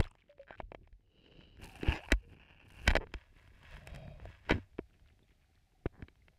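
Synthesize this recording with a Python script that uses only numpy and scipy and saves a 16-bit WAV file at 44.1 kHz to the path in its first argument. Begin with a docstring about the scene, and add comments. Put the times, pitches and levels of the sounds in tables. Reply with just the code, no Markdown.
"""In a creek, a camera in a waterproof housing plunges, sinks and settles on the sand, heard from inside.
Its mount rubs, sticks and knocks; knocks ring the plastic shell and the housing rocks after blows.
Sand grinds under the shell, and passing water rumbles and gurgles. Spray crackles and bubbles ring as
it goes under, and more fizz up from the stirred bed, all over a faint hiss.
The hardest knocks overload the microphone."""
import sys
import numpy as np
from scipy import signal
from scipy.fft import rfft, irfft
from scipy.io import wavfile
from scipy.ndimage import uniform_filter1d

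SR = 44100
rng = np.random.default_rng(int(sys.argv[2]) if len(sys.argv) > 2 else 0)


def file_out(sig):
    """Save sig as 16-bit WAV at sys.argv[1]."""
    # one column per channel
    cols = np.atleast_2d(sig).T
    # limit, then scale
    lim = np.clip(cols, -1, 1)
    pcm = np.round(lim * 32767).astype(np.int16)
    wavfile.write(sys.argv[1], SR, pcm)


N = 281358
T = np.arange(N) / SR
RING_T = T[:8192]  # time axis for one short sound
TOP_HZ = 15500

# knocks on housing and mount; harder means brighter:
# (time [s], shell level [dB], hardness [Hz], thud level [dB], thud pitch [Hz])
KNOCKS = [(0.0025, -20, 14000, -37, 312), (0.0065, -35, 9400, -19.5, 432), (0.041, -47, 12000, -63, 684),
          (0.053, -54.5, 8800, -41, 618), (0.078, -58, 12000, -54, 895), (0.152, -56, 6940, -48, 830),
          (0.3812, -55, 2750, -48.5, 496), (0.431, -52, 4830, -68, 507), (0.5067, -38, 2500, -29.5, 710),
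          (0.601, -33, 2000, -22, 700), (0.718, -39, 2290, -30.5, 554), (0.747, -36, 2920, -32, 580),
          (0.874, -54.5, 4080, -56, 720), (0.927, -60, 4960, -62, 494), (1.571, -53, 5900, -64, 497),
          (1.831, -31, 5200, -24, 340), (1.877, -32, 3400, -26.5, 386), (1.9034, -31, 4100, -34, 305),
          (2.0851, -35, 2370, -42, 705), (2.1193, -7.5, 5600, -13.5, 620), (2.121, -24, 2500, -13.5, 270),
          (2.8772, -5.5, 5130, -27.5, 347), (2.881, -21, 3005, -17.5, 235),
          (2.9042, -19.5, 3960, -17.5, 860), (2.9111, -23, 4860, -31, 900),
          (2.934, -30.5, 2496, -27.5, 920), (2.953, -15.5, 4500, -11, 650),
          (2.9654, -14.5, 4475, -14.5, 585), (3.069, -45, 2470, -48, 486), (3.139, -28, 4960, -32.5, 358),
          (3.8726, -35, 16200, -62, 900), (3.948, -42.5, 14800, -47.5, 302), (3.96, -41, 15100, -47.5, 309),
          (4.078, -46, 2000, -33.5, 154), (4.198, -44.5, 2468, -45.5, 494), (4.227, -56, 2490, -48, 500),
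          (4.254, -45, 7000, -36, 560), (4.494, -19.5, 3140, -30.5, 826), (4.496, -21.5, 2738, -46, 794),
          (4.508, -12, 2700, -9, 467), (4.52, -19.5, 3337, -13.5, 294), (4.783, -40.5, 2530, -53, 539),
          (4.789, -35, 1820, -19.5, 350), (5.857, -35.5, 1842, -17.5, 350), (5.861, -31, 2340, -36, 482),
          (6.0228, -38, 2740, -32.5, 260), (6.0832, -44, 3620, -45, 351), (6.2817, -46, 3270, -65, 397)]
# trapped air and mount, rung by every thud: (pitch [Hz], level against the thud [dB], ring time [s])
BODY_TONES = [(205, -23, 0.016), (389, -18, 0.022), (652, -21, .04), (940.6, -27, 0.032)]
def knocks(thud_cycles=4.8, tick_db=-9, wall_db=-2, bounce_above_db=-19):
    """Each knock rings the shell and thuds through the mount; hard ones tick sharply and bounce once."""
    out = np.zeros(N)
    body = sum(undb(db) * ring(hz, t60) for hz, db, t60 in BODY_TONES)
    for s, shell_db, hard_hz, thud_db, thud_hz in KNOCKS:
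        add(out, s, undb(shell_db) * shell(hard_hz))
        push = 1 - np.exp(-3 * thud_hz * RING_T)  # the contact builds up within the first half cycle
        thud = 1.35 * ring(thud_hz, thud_cycles / thud_hz) + body
        add(out, s, undb(thud_db) * push * thud)
        sharpness = min(hard_hz / 7000, 1.5) ** 3
        add(out, s, undb(shell_db + tick_db) * sharpness * ring(hz=7900, t60=0.00061, size=128))
        if shell_db > bounce_above_db:
            add(out, s + 0.004, undb(-21.5) * shell(hard_hz))
        # the heaviest blows flex a whole wall of the housing
        add(out, s, undb(1.3 * shell_db + wall_db) * ring(hz=1950, t60=0.012, size=2048))
    return bend(out, lag_s=0.0006)


# the plastic shell's own notes: (pitch [Hz], level [dB], ring time [s])
SHELL_TONES = [(860, -11, 0.016), (1406, -4.5, 0.0096), (1726, 4.5, 0.0069), (2116, -3.5, 0.014),
               (2304, -6.5, 0.019), (2645, -6.5, 0.015), (3145, -10, 0.019), (3870, -10.5, 0.004),
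               (3850, -10, 0.013), (5130, -12, 0.0082), (5820, -24.5, 0.017), (7120, -14.5, .012),
               (8150, -20.5, 0.013), (10200, -15.5, 0.009)]
# its crowded, fast-dying notes, heard as a crack: (frequency [Hz], level [dB])
CRACK_COLOUR = [(150, -26.5), (500, 8), (1000, 9.5), (2000, -2.5), (3300, -1.5), (5000, -4.5), (9000, -23),
                (15000, -34)]
def shell(hard_hz, scatter_db=2, detune=0.008, crack_db=-8):
    """One hit on the shell: its notes vary with where it lands, and a soft hit has less treble."""
    chance = rng.standard_normal((len(SHELL_TONES), 2)) * [scatter_db, detune]
    tones = sum((-1) ** k * undb(db + chance[k, 0]) * ring(hz * (1 + chance[k, 1]), t60)
                for k, (hz, db, t60) in enumerate(SHELL_TONES))
    crack_fade = fade(t60=0.013) + undb(-40) * fade(t60=0.13)  # a snap, then a faint tail
    crack = crack_fade * colour(rng.standard_normal(len(RING_T)), CRACK_COLOUR)
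    sound = tones / np.abs(tones).max() + undb(crack_db) * crack
    soften = signal.butter(3, min(hard_hz * 1.15, TOP_HZ), fs=SR, output="sos")
    return 0.045 * unit(signal.sosfilt(soften, sound))


# swings of the housing on its mount: (time [s], level [dB], pitch [Hz], ring time [s])
ROCKS = [(0.0, 0, 64, 0.012), (0.015, -31, 24.7, 0.15), (0.632, -40.5, 40.4, 0.14), (0.924, -48, 44.3, 0.2),
         (1.885, -11, 70, 0.039), (2.1276, -18, 48.4, 0.13), (2.877, -17, 61.53, 0.13),
         (2.896, -25, 27, 0.29), (2.975, -26.5, 44.26, 0.055), (3.147, -32, 51, 0.081),
         (4.51, -19.5, 40, 0.047), (4.536, -31, 92.9, 0.22), (4.805, -46, 70.5, 0.13),
         (5.861, -16.5, 63.5, 0.02), (6.027, -34.5, 76.8, 0.049)]
def rocking(rise_s=0.0014):
    """After a blow the whole housing swings a few times, pumping the air inside."""
    out = np.zeros(N)
    onset = 1 - np.exp(-RING_T / rise_s)
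    for s, db, hz, t60 in ROCKS:
        add(out, s, -1.3 * undb(db) * ring(hz, t60) * onset)
    return out


# the mount shudders as it slips, and at 4.52 s air gulps in rough low bursts: (time [s], length [s], level
# [dB], slips or gulps [per s], hardness [Hz], squeak pitch [Hz], squeak level within the shudder [dB])
JUDDERS = [(0.47, 0.066, -60, 130, 3000, 1560, -6), (0.52, 0.039, -57, 243, 3000, 1570, -1),
           (1.826, 0.13, -48.5, 283, 2600, 332, 11), (1.912, 0.078, -46, 360, 5400, 367, -7.5),
           (2.103, 0.036, -45.5, 450, 2430, 1830, -9.5), (2.865, 0.042, -37.5, 690, 3000, 1880, -8),
           (3.002, 0.039, -47, 284, 2115, 455, -2), (4.489, 0.042, -35.5, 360, 2500, 1870, -20),
           (4.523, 0.062, -44, 163, 1208, 256, 14.5), (5.928, 0.12, -68, 240, 1320, 150, -4)]
def judders(squeak_t60=0.026):
    """Short, swelling runs of slips rattle the shell and ring one note of the mount; a run of air gulps is
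    played the same way."""
    out = np.zeros(N)
    for s, length, db, rate, hard_hz, squeak_hz, squeak_db in JUDDERS:
        count = int(length * SR)
        jerks = slips(count, rate, jitter=0.33, spread_db=4.5) * (0.5 + np.hanning(count))
        one_slip = shell(hard_hz) + undb(squeak_db) * ring(squeak_hz, squeak_t60)
        sound = signal.fftconvolve(jerks, one_slip)
        add(out, s, undb(db) * sound / np.std(sound[:count]))
    return out


# sliding along the mount: (time [s], level [dB])
SLIDE = [(1.02, -96), (1.146, -75), (1.288, -69.5), (1.416, -64.5), (1.66, -79.5)]
# tone of the sliding: (frequency [Hz], level [dB])
SLIDE_COLOUR = [(300, 6), (470, 1), (700, -4.5), (1200, -12), (1750, -8), (2100, -13), (2500, -5.5),
                (2950, 8.5), (3500, -20), (3960, -3.5), (4200, -14), (4700, -13), (6000, -27.5),
                (14000, -54)]
def sliding(boost_db=2.5):
    """The mount slides with a fine, even rasp of tiny impacts."""
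    rasp = colour(grains(2000, spread_db=-0.5), SLIDE_COLOUR)
    return undb(boost_db) * rasp * swell(SLIDE) * waver(rate=45, spread_db=1.1)


# two pulls on the gripping mount, each a list of (time [s], rubbing level [dB], ticking level [dB])
PULLS = [
    [(1.58, -74.5, -88), (1.64, -54, -60.5), (1.71, -63, -69), (1.79, -61.5, -67.5), (1.89, -46.5, -67),
     (1.93, -47.5, -66), (2.0, -57, -78), (2.05, -55.5, -73), (2.15, -84, -74)],
    [(2.17, -80, -88), (2.27, -76, -87), (2.33, -66.5, -81.5), (2.4, -66, -105), (2.62, -63, -96),
     (2.7, -66.5, -71.5), (2.8, -59.5, -74), (2.92, -60, -63), (2.98, -81, -111)],
]
# tone of the rubbing: (frequency [Hz], level [dB])
RUB_COLOUR = [(200, -21.5), (450, 5), (900, 9.5), (1250, 1.5), (1700, 12), (2050, -0.5), (2350, 12),
              (2800, 15), (3200, 0.5), (3700, -16), (4600, -10.5), (5800, -16), (7000, -28.5), (14000, -32)]
# tone of the dry ticks, also used for crunching sand: (frequency [Hz], level [dB])
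TICK_COLOUR = [(500, -12.5), (1500, -4), (3000, 0), (4500, 3), (7000, -3.5), (9000, -0.5), (11500, -2.5),
               (15000, -12)]
def pulling(ticks_per_s=230, tick_t60=0.0065):
    """The gripping mount rubs and ticks quickly; each tick is a tiny burst of scraping."""
    rub = colour(grains(1200, spread_db=-0.5), RUB_COLOUR) * waver(rate=60, spread_db=2.9)
    jerks = slips(N, ticks_per_s, jitter=0.45, spread_db=2)
    bursts = signal.fftconvolve(jerks, fade(tick_t60))[:N]
    ticks = bend(colour(bursts * rng.standard_normal(N), TICK_COLOUR), lag_s=0.0015)
    return rub * pull_gain(column=1) + ticks * pull_gain(column=2)


# the shell scrapes the sand: (peak time [s], rise [s], fall [s], grinding level [dB], crunch level [dB])
SCRAPES = [(3.18, 0.065, 0.089, -61, -90), (3.4, 0.046, .13, -64.5, -84), (3.74, 0.12, 0.079, -52.5, -75),
           (3.9, 0.085, 0.15, -58, -79), (4.3, .1, 0.093, -56.5, -85.5), (4.53, 0.058, 0.055, -50, -89)]
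# tone of the grit: (frequency [Hz], level [dB])
SAND_COLOUR = [(290, -44.5), (500, -3), (674, 0.5), (766, -9), (949, 0.5), (1350, -5.5), (1800, -1.5),
               (2680, -8), (2920, -8), (3270, -12), (5540, -23.5), (7260, -25.5), (12100, -43),
               (13800, -48), (15000, -33.5)]
# notes that grinding brings out of the shell: (pitch [Hz], width [Hz], level [dB])
GRIND_TONES = [(1700, 120, 0.5), (1877, 110, -2), (2212, 140, -2), (2635, 140, -2), (3270, 80, -7),
               (3780, 45, -11), (5098, 140, -17)]
def sand(grit_db=-6.5, grind_db=-7):
    """Grains grind and crunch under the shell, more of them the harder it presses."""
    press = scrape_gain(column=3)
    rate = 900 + 5000 * press / press.max()
    grit = colour(grains(rate, spread_db=1.5) / np.sqrt(rate), SAND_COLOUR)
    grit *= undb(grit_db) * waver(rate=35, spread_db=0.99)
    grind = resonate(grains(700, spread_db=4.5), GRIND_TONES)
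    grind *= undb(grind_db) * waver(rate=25, spread_db=2)
    crunch = bend(colour(grains(500, spread_db=5), TICK_COLOUR), lag_s=0.002)
    return (grit + grind) * press + crunch * scrape_gain(column=4)


# the shell drags along the bed: (time [s], level [dB])
DRAG = [(3.72, -63.5), (3.88, -56.5), (3.95, -49.5), (4.1, -52.5), (4.24, -65), (4.35, -86), (5.1, -81),
        (5.6, -86.5), (6.38, -84)]
# hollow notes of that drag: (pitch [Hz], width [Hz], level [dB])
HOLLOW_TONES = [(139.8, 23, 11), (630, 79, -1), (966.4, 250, -26), (2470, 130, -15), (3220, 41, -17),
                (3770, 29, -16), (4770, 300, -30.5)]
def dragging():
    """Dragging over the grains makes the shell ring hollow."""
    return resonate(grains(2000, spread_db=3.5), HOLLOW_TONES) * swell(DRAG)


# water streaming past: (time [s], rumble level [dB], churning level [dB])
FLOW = [(0.0, -77, -84), (0.32, -74.5, -78), (0.66, -66, -86), (0.8, -59.5, -69), (0.98, -72, -85.5),
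        (1.21, -73, -71.5), (1.49, -62, -62.5), (1.97, -61, -61), (2.13, -57.5, -83.5), (2.35, -70, -68),
        (2.57, -65, -67.5), (2.95, -53, -53.5), (3.23, -67.5, -73.5), (3.8, -56, -67.5), (3.96, -54.5, -68),
        (4.51, -66.5, -80.5), (5.01, -66.5, -72.5), (5.76, -78, -83), (5.99, -66.5, -69.5),
        (6.38, -74.5, -81.5)]
# swirls shed by the jolted housing: (peak time [s], rumble level [dB], churning level [dB])
SWIRLS = [(0.049, -49, -71), (0.63, -57, -59), (1.39, -65, -59.5), (1.66, -57, -57.5), (1.92, -40, -43),
          (2.32, -56, -69), (2.91, -43, -46), (3.77, -58, -76), (4.28, -47, -69), (4.56, -43, -53.5),
          (6.0, -69, -55.5)]
# tone of the rumble: (frequency [Hz], level [dB])
RUMBLE_COLOUR = [(15, -9.5), (30, 8), (55, 4.5), (100, 3), (170, -27), (350, -67)]
# tone of the churning: (frequency [Hz], level [dB])
CHURN_COLOUR = [(70, -13.5), (140, 9), (220, 2), (400, -1), (650, -17.5), (900, -24), (1600, -51.5)]
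def water(rumble_db=2, churn_db=-1, rise_s=0.045, fall_s=0.025):
    """The stream shoves the housing and churns round it; each swirl briefly swells both sounds."""
    shove = undb(rumble_db) * swell(FLOW, column=1)
    shove += surges([(s, rise_s, fall_s, db) for s, db, _ in SWIRLS])
    stir = undb(churn_db) * swell(FLOW, column=2)
    stir += surges([(s, rise_s, fall_s, db) for s, _, db in SWIRLS])
    rumble = colour(rng.standard_normal(N), RUMBLE_COLOUR) * waver(rate=18, spread_db=2.2)
    churn = colour(grains(500, spread_db=6), CHURN_COLOUR) * waver(rate=20, spread_db=2.7)
    return rumble * shove + churn * stir


# water in the hollow of the mount: (time [s], pitch [Hz], level [dB])
GURGLE = [(1.03, 430, -84), (1.33, 485, -67.5), (1.58, 460, -89), (1.64, 900, -63), (1.78, 725, -63.5),
          (1.92, 893, -51), (2.0, 562, -57), (2.06, 1001, -59), (2.12, 905, -92)]
def gurgle(width_hz=130):
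    """Water gurgles on one restless note whose pitch moves with the trapped air."""
    s, hz, _ = np.transpose(GURGLE)
    phase = 2 * np.pi * np.cumsum(np.interp(T, s, hz)) / SR
    smooth = signal.butter(2, width_hz / 2, fs=SR, output="sos")
    flutter = signal.sosfilt(smooth, rng.standard_normal((2, N)))
    return unit(flutter[0] * np.cos(phase) + flutter[1] * np.sin(phase)) * swell(GURGLE, column=2)


# single air bubbles: (time [s], level [dB], pitch [Hz], ring time [s])
BUBBLES = [(0.029, -38.5, 3400, 0.016), (0.041, -41, 3970, 0.012), (0.068, -40, 1240, 0.016),
           (0.081, -59, 5230, 0.017), (0.111, -46, 8400, 0.0028), (0.22, -52, 2260, 0.014),
           (0.293, -49.5, 579, 0.15), (0.394, -39.5, 553, 0.11), (2.225, -62.5, 470, 0.39),
           (4.254, -35.5, 640, 0.022), (5.23, -62, 3540, 0.021), (5.49, -72, 765, 0.085),
           (5.67, -72.5, 759, 0.074), (5.75, -64, 756, 0.068), (5.81, -67, 735, .08),
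           (6.22, -57, 2090, 0.017), (6.325, -68, 518, 0.058)]
def bubbles(rise_cycles=2):
    """Each bubble rings at a pitch set by its size."""
    out = np.zeros(N)
    for s, db, hz, t60 in BUBBLES:
        onset = 1 - np.exp(-RING_T * hz / rise_cycles)
        add(out, s, undb(db) * ring(hz, t60) * onset)
    return out


# tone of the spray: (frequency [Hz], level [dB])
SPLASH_COLOUR = [(100, -29), (200, -8.5), (700, 4), (1000, 18), (2000, -9), (2700, 10.5), (4000, -17),
                 (7000, -12.5), (15000, -32)]
def splash(level_db=-55, t60=0.33):
    """Spray crackles against the housing as it breaks the surface."""
    return colour(grains(3000, spread_db=8), SPLASH_COLOUR) * undb(level_db) * fade(t60, size=N)


# puffs of tiny bubbles, from the plunge and later the stirred bed: (peak time [s], level [dB])
PUFFS = [(0.05, -59), (0.2, -71.5), (0.3, -72.5), (0.41, -72), (0.592, -63.5), (0.85, -81), (3.398, -68),
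         (4.03, -80), (4.93, -75), (5.091, -71.5), (5.3, -73.5), (5.43, -79.5), (5.56, -76)]
def fizz(count=1700, centre_hz=2450, octaves=0.33, cycles=16, spread_db=3, puff_s=0.026):
    """Tiny bubbles of mixed sizes ring briefly, in puffs and then also in a thin trickle."""
    cloud = np.zeros(N)
    times = rng.random(count) * N / SR
    chance = np.clip(rng.standard_normal((count, 2)), -2.5, 2.5)
    for s, (smallness, strength) in zip(times, chance):
        hz = centre_hz * 2 ** (octaves * smallness)
        add(cloud, s, undb(spread_db * strength) * ring(hz, cycles / hz, size=768))
    puffs = surges([(s, puff_s, puff_s, db) for s, db in PUFFS])
    trickle = undb(-96) * (T > 3.3)  # the bed gives off bubbles once touched
    return unit(cloud) * (puffs + trickle)


def taps(rate=14, boost_db=6, idle_db=-68):
    """Faint stray taps ring the shell, stronger while it slides, rubs or scrapes."""
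    contact = np.minimum(swell(SLIDE) + pull_gain(column=1) + scrape_gain(column=3), undb(-52))
    hits = grains(rate, spread_db=2) * (undb(boost_db) * contact + undb(idle_db))
    return signal.fftconvolve(hits, shell(hard_hz=3600))[:N]


# background hiss: (time [s], level [dB])
HISS = [(0, -90.5), (2.8, -88.5), (3.4, -80), (6.38, -80.5)]
# tone of the hiss: (frequency [Hz], level [dB])
HISS_COLOUR = [(200, 0), (500, -10.5), (740, 1.5), (1000, -11), (2300, -4.5), (3000, -9), (3900, -8.5),
               (7000, -15.5), (14000, -20), (15500, -38.5)]
def background_hiss():
    """A faint background hiss that grows louder at about three seconds."""
    return colour(rng.standard_normal(N), HISS_COLOUR) * swell(HISS)


def undb(db):
    """Turn decibels into a gain, the number a sound is multiplied by."""
    return 10 ** (np.asarray(db) / 20)


def unit(x):
    """Scale a sound to an average strength (rms) of 1."""
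    return x / np.sqrt(np.mean(x ** 2) + 1e-20)


def add(track, s, sound):
    """Mix a sound into the track, starting at s seconds."""
    start = max(int(s * SR), 0)
    track[start:start + len(sound)] += sound[:max(N - start, 0)]


def fade(t60, size=len(RING_T)):
    """A gain that drops 60 dB in t60 seconds, the ring time."""
    return np.exp(-np.log(1000) * T[:size] / t60)


def ring(hz, t60, size=len(RING_T)):
    """One note dying away after a push."""
    return np.sin(2 * np.pi * hz * T[:size]) * fade(t60, size)


def grains(rate, spread_db):
    """Random tiny impacts of uneven size, about rate of them a second."""
    return (rng.random(N) < rate / SR) * rng.standard_normal(N) * undb(spread_db * rng.standard_normal(N))


def slips(length, rate, jitter, spread_db):
    """Sticking and slipping: nearly regular jerks, each with its own wait and size."""
    chance = rng.standard_normal((2000, 2))
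    at = (np.cumsum(np.exp(jitter * chance[:, 0])) * SR / rate).astype(int)
    at -= at[0]
    return np.bincount(at[at < length], undb(spread_db * chance[at < length, 1]), length)


def waver(rate, spread_db):
    """A gain that drifts to a new random value rate times a second."""
    hold = int(SR / rate)
    steps = np.repeat(rng.standard_normal(N // hold + 1), hold)
    return undb(spread_db * unit(uniform_filter1d(steps, hold)[:N]))


def swell(rows, column=1):
    """A gain that follows one dB column of a table, silent outside its times."""
    rows = np.array(rows)
    return undb(np.interp(T, rows[:, 0], rows[:, column], left=-150, right=-150))


def surges(rows, shape=1.3):
    """Gain of overlapping swells, each (peak time [s], rise [s], fall [s], level [dB])."""
    t = T[::64]
    power = 0
    for s, rise, fall, db in rows:
        distance = np.abs(t - s) / np.where(t < s, rise, fall)
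        power += (undb(db) * np.exp(-distance ** shape)) ** 2
    return np.interp(T, t, np.sqrt(power))


def pull_gain(column):
    """Gain of the rubbing (column 1) or ticking (2) over both pulls."""
    return sum(swell(rows, column) for rows in PULLS)


def scrape_gain(column):
    """Gain of the grinding (column 3) or crunch (4) over all scrapes."""
    return surges([(*row[:3], row[column]) for row in SCRAPES])


def colour(x, points):
    """Shape a sound's tone along a (frequency [Hz], level [dB]) curve; strength 1."""
    hz, db = np.transpose(points)
    f = np.maximum(np.fft.rfftfreq(len(x), 1 / SR), 1)
    gain = undb(np.interp(np.log(f), np.log(hz), db))
    return unit(irfft(rfft(x) * gain, len(x)))


def resonate(x, tones):
    """Bring out a few notes in a sound; strength 1."""
    f = np.maximum(np.fft.rfftfreq(N, 1 / SR), 1)
    peaks = sum(undb(db) / (1 + 1j * (f * f - hz * hz) / (2 * f * width)) ** 2 for hz, width, db in tones)
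    return unit(irfft(rfft(x) * peaks, N))


def bend(x, lag_s):
    """Bending waves in the mount carry treble faster than bass; lag_s is the travel time at 1 kHz."""
    f = np.fft.rfftfreq(N, 1 / SR)
    return irfft(rfft(x) * np.exp(-4j * np.pi * lag_s * np.sqrt(1000 * f)), N)


def scene():
    """All the sounds add up at the one microphone inside the shell."""
    mix = background_hiss() + splash() + knocks() + taps() + rocking() + bubbles() + fizz()
    mix += judders() + sliding() + pulling() + sand() + dragging()
    mix += water() + gurgle()
    return mix[None]


def record(dry, ceiling_db=-16):
    """The microphone flattens the hardest knocks, and the highest treble is cut."""
    flattened = dry / (1 + (dry / undb(ceiling_db)) ** 4) ** (1 / 4)
    return signal.sosfilt(signal.ellip(8, 0.2, 70, TOP_HZ, fs=SR, output="sos"), flattened)


dry = scene()
out = record(dry)
file_out(out)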